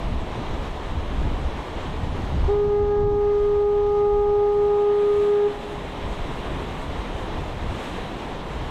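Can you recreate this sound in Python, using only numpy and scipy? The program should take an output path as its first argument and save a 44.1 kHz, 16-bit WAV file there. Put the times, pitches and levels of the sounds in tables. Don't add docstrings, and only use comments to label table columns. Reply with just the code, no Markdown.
import sys
import numpy as np
from scipy import signal
from scipy.fft import rfft, irfft, next_fast_len
from scipy.io import wavfile
from scipy.ndimage import uniform_filter1d, map_coordinates

SR = 44100
rng = np.random.default_rng(int(sys.argv[2]) if len(sys.argv) > 2 else 0)


def to_wav(sig):
    pcm = np.clip(np.atleast_2d(sig), -1, 1) * 32767
    pcm = np.round(pcm).astype(np.int16)
    wavfile.write(sys.argv[1], SR, pcm.T)


def voltage_ratio(level):
    return 10 ** (np.asarray(level, float) / 20)


N = 383669

# [start t/s, stop t/s]
BLAST = (2.479, 5.474)
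PITCH_HZ = 411.65
PARTIALS_DB = [-20, -33, -42, -53.5, -63]
GROWTH_DB_PER_S = [0.52, 1, 1.1, 0.097, -.5]
# [t/s, length/s, depth of the 1st partial/dB]
SAGS = [
    (2.57, .06, 0.5),
    (2.68, 0.02, 3.5),
    (2.86, 0.091, 2),
    (3.103, .25, 1.7),
    (3.85, 0.11, 1),
]
SAG_DEEPENS = 0.25
# [t/s, length/s, depth/dB]
FADES = [
    [(2.6, 0.27, 6.5), (3.44, 0.27, 10.5), (3.1, .5, 0), (3.75, 0.27, 2.5), (4.57, .15, 3.5),
     (5.17, 0.42, 13), (5.46, 0.12, 2)],
    [(2.6, .25, 2.5), (3.4, 0.54, 0.5), (3.98, 0.27, -3.5), (3.8, .3, 1), (5.45, 0.36, 5.5)],
    [(2.55, .25, 6), (2.92, .2, -4.5), (4.2, 1.2, 14), (5.07, 0.17, 12)],
    [(2.78, .15, -5.5), (4.6, 1.1, 8.5)],
]
EARLY_FLUTTER, FLUTTER_CALMS_S = 2.7, 0.21

# [t/s, length/s, level/dB]
ECHOES = [
    (5.706, 0.11, -39.5),
    (6.05, 0.3, -47),
    (6.617, 0.1, -39.5),
]
ECHO_TAIL_DB = [-44.5, -43.5]
ECHO_T60_S = [6, 2.2]

DUCK_DB, DUCK_S, RECOVER_FROM_S, RECOVER_S = 7.5, 0.1, 4.3, 1.5

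# [t/s, level/dB]
BREEZE = [(0, -35.5), (.55, -32), (.8, -33.5), (1.2, -29), (1.7, -32.5), (2.2, -28), (3.15, -24.5),
          (3.4, -27), (3.8, -29), (4.3, -28), (4.9, -40.5), (5.45, -42), (5.9, -36), (6.05, -34.5),
          (7.3, -32.5), (7.85, -38.5), (8.3, -38.5), (8.7, -33.5)]
# [t/s, length/s, level/dB, flapping over thumping/dB]
GUSTS = [(.12, .17, -23, -8), (0.387, .1, -28, -1), (0.548, 0.12, -28.5, -5), (0.983, .14, -27.5, -3),
         (1.138, 0.072, -29, -2), (1.252, 0.15, -24, -2.5), (1.452, 0.088, -23, -21),
         (2.033, .08, -30.5, -1.5), (2.13, .12, -25.5, -7), (2.355, 0.098, -26, 0.5),
         (2.432, .13, -21.5, -10), (2.69, .09, -27.5, -11), (2.85, 0.097, -29.5, -2.5),
         (3.03, 0.16, -28, 1), (3.14, .1, -28.5, -1), (3.417, 0.063, -31.5, -10), (3.845, .15, -32, -6.5),
         (4.15, .09, -32, -9), (4.29, .08, -33, -12), (4.62, .1, -39, -6.5), (5.15, .2, -37, -6),
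         (5.565, 0.11, -38, -12), (6.07, 0.097, -30, -5), (6.273, 0.18, -31, -5), (6.531, 0.088, -32, -7),
         (6.954, .14, -30, -11), (7.41, 0.18, -32, -1), (7.657, .15, -28.5, -9), (7.99, 0.2, -33, -9.5),
         (8.59, .14, -31, -5)]
FLAP_DB, FLAP_FOLLOWS = -4, 0.77
# [f/Hz, level per Hz/dB]
THUMP = [(5.9, -32.5), (10, -0.5), (28, 0.5), (45, 0.5), (85, -4.5), (110, -28.5), (160, -120)]
# [f/Hz, level per Hz/dB]
FLAP = [(38, -31.5), (65, -2), (135, -3), (189, -9.5), (226, -10.5), (330, -14), (430, -38.5), (730, -120)]

# [t/s, surge/dB, nearness of the wash/dB]
SEA = [(0, 1, -1.5), (.2, -1, 1), (.47, 2, -0.5), (.9, -.5, 1), (1.7, .5, 0), (1.95, -0.5, 0.5),
       (2.3, 0.5, 0), (2.9, 0.5, -1.5), (3.07, -2.5, -1), (3.35, 1.5, -0.5), (4.4, -.5, -.3), (5.15, 1, 3),
       (5.5, -0.5, 2), (6.75, 1.5, 2), (7.55, 0.5, .5), (7.8, 2.5, 2.5), (8.35, .5, 0.5), (8.7, 0.5, 2)]
LAYERS = {"roar": (-34, 0.9, -0.25), "wash": (-43, 0.99, 0.53), "foam": (-57.5, .85, -.6),
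          "spray": (-63.5, 1.01, 1.1)}
# [f/Hz, level per Hz/dB]
ROAR = [(88, -25.5), (150, -3), (295, -3), (433, -3), (533, -5), (817, -5.5), (1010, -6), (1240, -13.5),
        (1800, -30.5), (2340, -52.5), (3960, -120)]
# [f/Hz, level per Hz/dB]
WASH = [(710, -27), (1200, 0), (1250, -3.5), (1620, -3.5), (1760, -2.5), (2530, -6), (3260, -6),
        (3950, -9.5), (4720, -29), (5500, -26.5), (7150, -57), (12100, -120)]
# [f/Hz, level per Hz/dB]
FOAM = [(2530, -29.5), (4300, -1.5), (4730, -5), (6600, -8.5), (8580, -37.5), (14500, -120)]
# [f/Hz, level per Hz/dB]
SPRAY = [(3760, -31.5), (6400, -4), (7830, -0.5), (8690, -5.5), (11500, -11.5), (15600, -22)]
# [t/s, length/s, level/dB]
SPLASHES = [
    (.55, .25, 0.5),
    (1.75, 0.18, -0.5),
    (2.25, 0.27, 2),
    (3.379, .2, 1),
    (3.95, .15, 2),
    (5.15, 0.22, 1.5),
    (6.9, .2, 1),
    (7.834, 0.22, 2.5),
]
SPLASH_IN_FOAM = 0.77
# [t/s, peak level/dB, f/Hz, life/cycles]
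PLOPS = [
    (2.438, -23, 830, 5),
    (6.745, -30, 750, 16),
]


def horn():
    t = np.arange(N) / SR
    since = np.clip(t - BLAST[0], 0, None)
    after = np.clip(t - BLAST[1], 0, None)
    swell = 1 - np.exp(-since / 0.005)
    ring = voltage_ratio(-60 * after / 0.3) * (1 - 0.4 * (1 - np.exp(-after / 0.004)))
    buzz = np.clip((since - 0.009) / 0.003, 0, 1) * (1 + 1.1 * np.exp(-since / 0.03))
    phase = 2 * np.pi * PITCH_HZ * (t + 0.11 * 0.011 * np.exp(-since / 0.011))
    tone = np.zeros(N)
    for k in range(1, len(PARTIALS_DB) + 1):
        drift = 0.055 * k * wobble(1.2)
        flutter_db = 0.45 * np.sqrt(k) * wobble(28)
        if k == 1:
            shape = swell * ring
        else:
            flutter_db = flutter_db * (1 + EARLY_FLUTTER * np.exp(-since / FLUTTER_CALMS_S))
            shape = buzz * ring ** (2.1 * (k - 1))
        level = np.sqrt(2) * voltage_ratio(partial_db(k) + flutter_db)
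        tone += level * shape * np.sin(k * phase + drift)
    return tone


def partial_db(k):
    since = np.clip(np.arange(N) / SR - BLAST[0], 0, BLAST[1] - BLAST[0])
    sags = sum(db * bump(s, length) for s, length, db in SAGS)
    sags = sags * (1 + SAG_DEEPENS * (k - 1))
    own_fades = FADES[k - 2] if k > 1 else []
    fades = sum(db * bump(s, length) for s, length, db in own_fades)
    return PARTIALS_DB[k - 1] + GROWTH_DB_PER_S[k - 1] * since - sags - fades


def echoes():
    t = np.arange(N) / SR
    after = np.clip(t - BLAST[1], 0, None)
    rock_returns = sum(voltage_ratio(db) * bump(s, length) for s, length, db in ECHOES)
    out = np.zeros(N)
    for k in (1, 2):
        tail = voltage_ratio(ECHO_TAIL_DB[k - 1] - 60 * after / ECHO_T60_S[k - 1])
        level = tail * np.clip(after / 0.03, 0, 1)
        if k == 1:
            level = level + rock_returns
        waver = voltage_ratio(1.6 * wobble(30))
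        phase = 2 * np.pi * k * PITCH_HZ * t + 1.6 + 0.35 * wobble(12)
        out += np.sqrt(2) * level * waver * np.sin(phase)
    return out


def wind():
    breeze_db = curves(BREEZE)[0] + duck_db()
    mean_db = breeze_db.mean()
    lull_db = mean_db + FLAP_FOLLOWS * (breeze_db - mean_db) + FLAP_DB
    thump_power = voltage_ratio(breeze_db) ** 2
    flap_power = voltage_ratio(lull_db) ** 2
    for s, length, db, flap_over_db in GUSTS:
        gust = bump(s, length)
        thump_power = thump_power + (voltage_ratio(db) * gust) ** 2
        flap_power = flap_power + (voltage_ratio(db + flap_over_db) * gust) ** 2
    thump = unit(voltage_ratio(0.36 * wobble(27)) * coloured(rng.standard_normal(N), THUMP))
    thump = unit(np.tanh(0.31 * thump))
    lumps = voltage_ratio(1.1 * wobble(12) + 2.3 * wobble(30))
    flap = unit(lumps * coloured(rng.standard_normal(N), FLAP))
    return np.sqrt(thump_power) * thump + voltage_ratio(-0.46) * np.sqrt(flap_power) * flap


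def surf():
    swell_db, near_db = curves(SEA)
    ducked_swell_db = swell_db + duck_db()
    db = {}
    for name, (base_db, follows, close) in LAYERS.items():
        db[name] = base_db + follows * ducked_swell_db + close * near_db
    splash_db = sum(up_db * bump(s, length) for s, length, up_db in SPLASHES)
    surge = 0.23 * wobble(3.4) + 0.3 * wobble(11) + 0.59 * wobble(24)
    drops = rng.standard_normal(N) * (rng.random(N) < 0.03)
    roar = voltage_ratio(db["roar"] + 0.85 * surge) * coloured(patchy(depth_db=0.5), ROAR)
    wash = voltage_ratio(db["wash"] + 0.87 * surge) * coloured(patchy(depth_db=0.43), WASH)
    foam_db = db["foam"] + SPLASH_IN_FOAM * splash_db + 0.86 * surge
    foam = voltage_ratio(foam_db) * coloured(patchy(depth_db=0.4), FOAM)
    spray_db = db["spray"] + splash_db + 0.57 * surge + 0.81 * wobble(10)
    spray = voltage_ratio(spray_db) * coloured(patchy(depth_db=1.4) + 0.29 * unit(drops), SPRAY)
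    sea = roar + wash + foam + spray
    for s, peak_db, hz, cycles in PLOPS:
        pop = bubble(hz, cycles)
        sea[round(s * SR):][:len(pop)] += voltage_ratio(peak_db) * pop
    return sea


def bubble(hz, cycles):
    t = np.arange(SR // 10) / SR
    life = cycles / hz
    ringing = np.sin(2 * np.pi * hz * t * (1 + 0.02 * t / life))
    return ringing * np.exp(-t / life) * (1 - np.exp(-t / 0.001))


def duck_db():
    t = np.arange(N) / SR
    drop = 1 - np.exp(-np.clip(t - BLAST[0], 0, None) / DUCK_S)
    back = np.clip((t - RECOVER_FROM_S) / RECOVER_S, 0, 1)
    return -DUCK_DB * drop * (1 - back)


def patchy(depth_db):
    z = signal.stft(rng.standard_normal(N), nperseg=512)[2]
    field = uniform_filter1d(rng.standard_normal(z.shape), size=8, axis=0)
    field = uniform_filter1d(field, size=12, axis=1)
    return signal.istft(z * voltage_ratio(depth_db * unit(field)), nperseg=512)[1][:N]


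def coloured(x, spectrum):
    m = next_fast_len(N + 8192)
    hz, db = np.transpose(spectrum)
    log_f = np.log(np.fft.rfftfreq(m, 1 / SR) + 1)
    gain = voltage_ratio(np.interp(log_f, np.log(hz + 1), db))
    return unit(irfft(rfft(x, m) * gain, m)[:N])


def wobble(rate):
    steps = np.arange(0, N + 64, 64)
    knots = rng.standard_normal(int(N * 40 / SR) + 4)
    smooth = map_coordinates(knots, [steps * min(rate, 39) / SR])
    return np.interp(np.arange(N), steps, smooth)


def bump(s, length):
    return np.exp(-np.log(16) * ((np.arange(N) / SR - s) / length) ** 2)


def curves(rows):
    s, *cols = np.transpose(rows)
    return [np.interp(np.arange(N) / SR, s, c) for c in cols]


def unit(x):
    return x / np.sqrt(np.mean(x ** 2) + 1e-20)


def scene():
    return (horn() + echoes() + wind() + surf())[None]


def low_pass(x):
    return signal.sosfilt(signal.butter(12, 15770, fs=SR, output="sos"), x)


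def record(dry):
    hiss_colour = [(5000, -29.0), (9000, -3.5), (16000, 0)]  # f/Hz, level per Hz/dB
    hiss = voltage_ratio(-80.5) * coloured(rng.standard_normal(N), hiss_colour)
    soft = dry / (1 + np.abs(dry / 0.27) ** 5) ** (1 / 5)
    return low_pass(soft + hiss)


dry = scene()
out = record(dry)
to_wav(out)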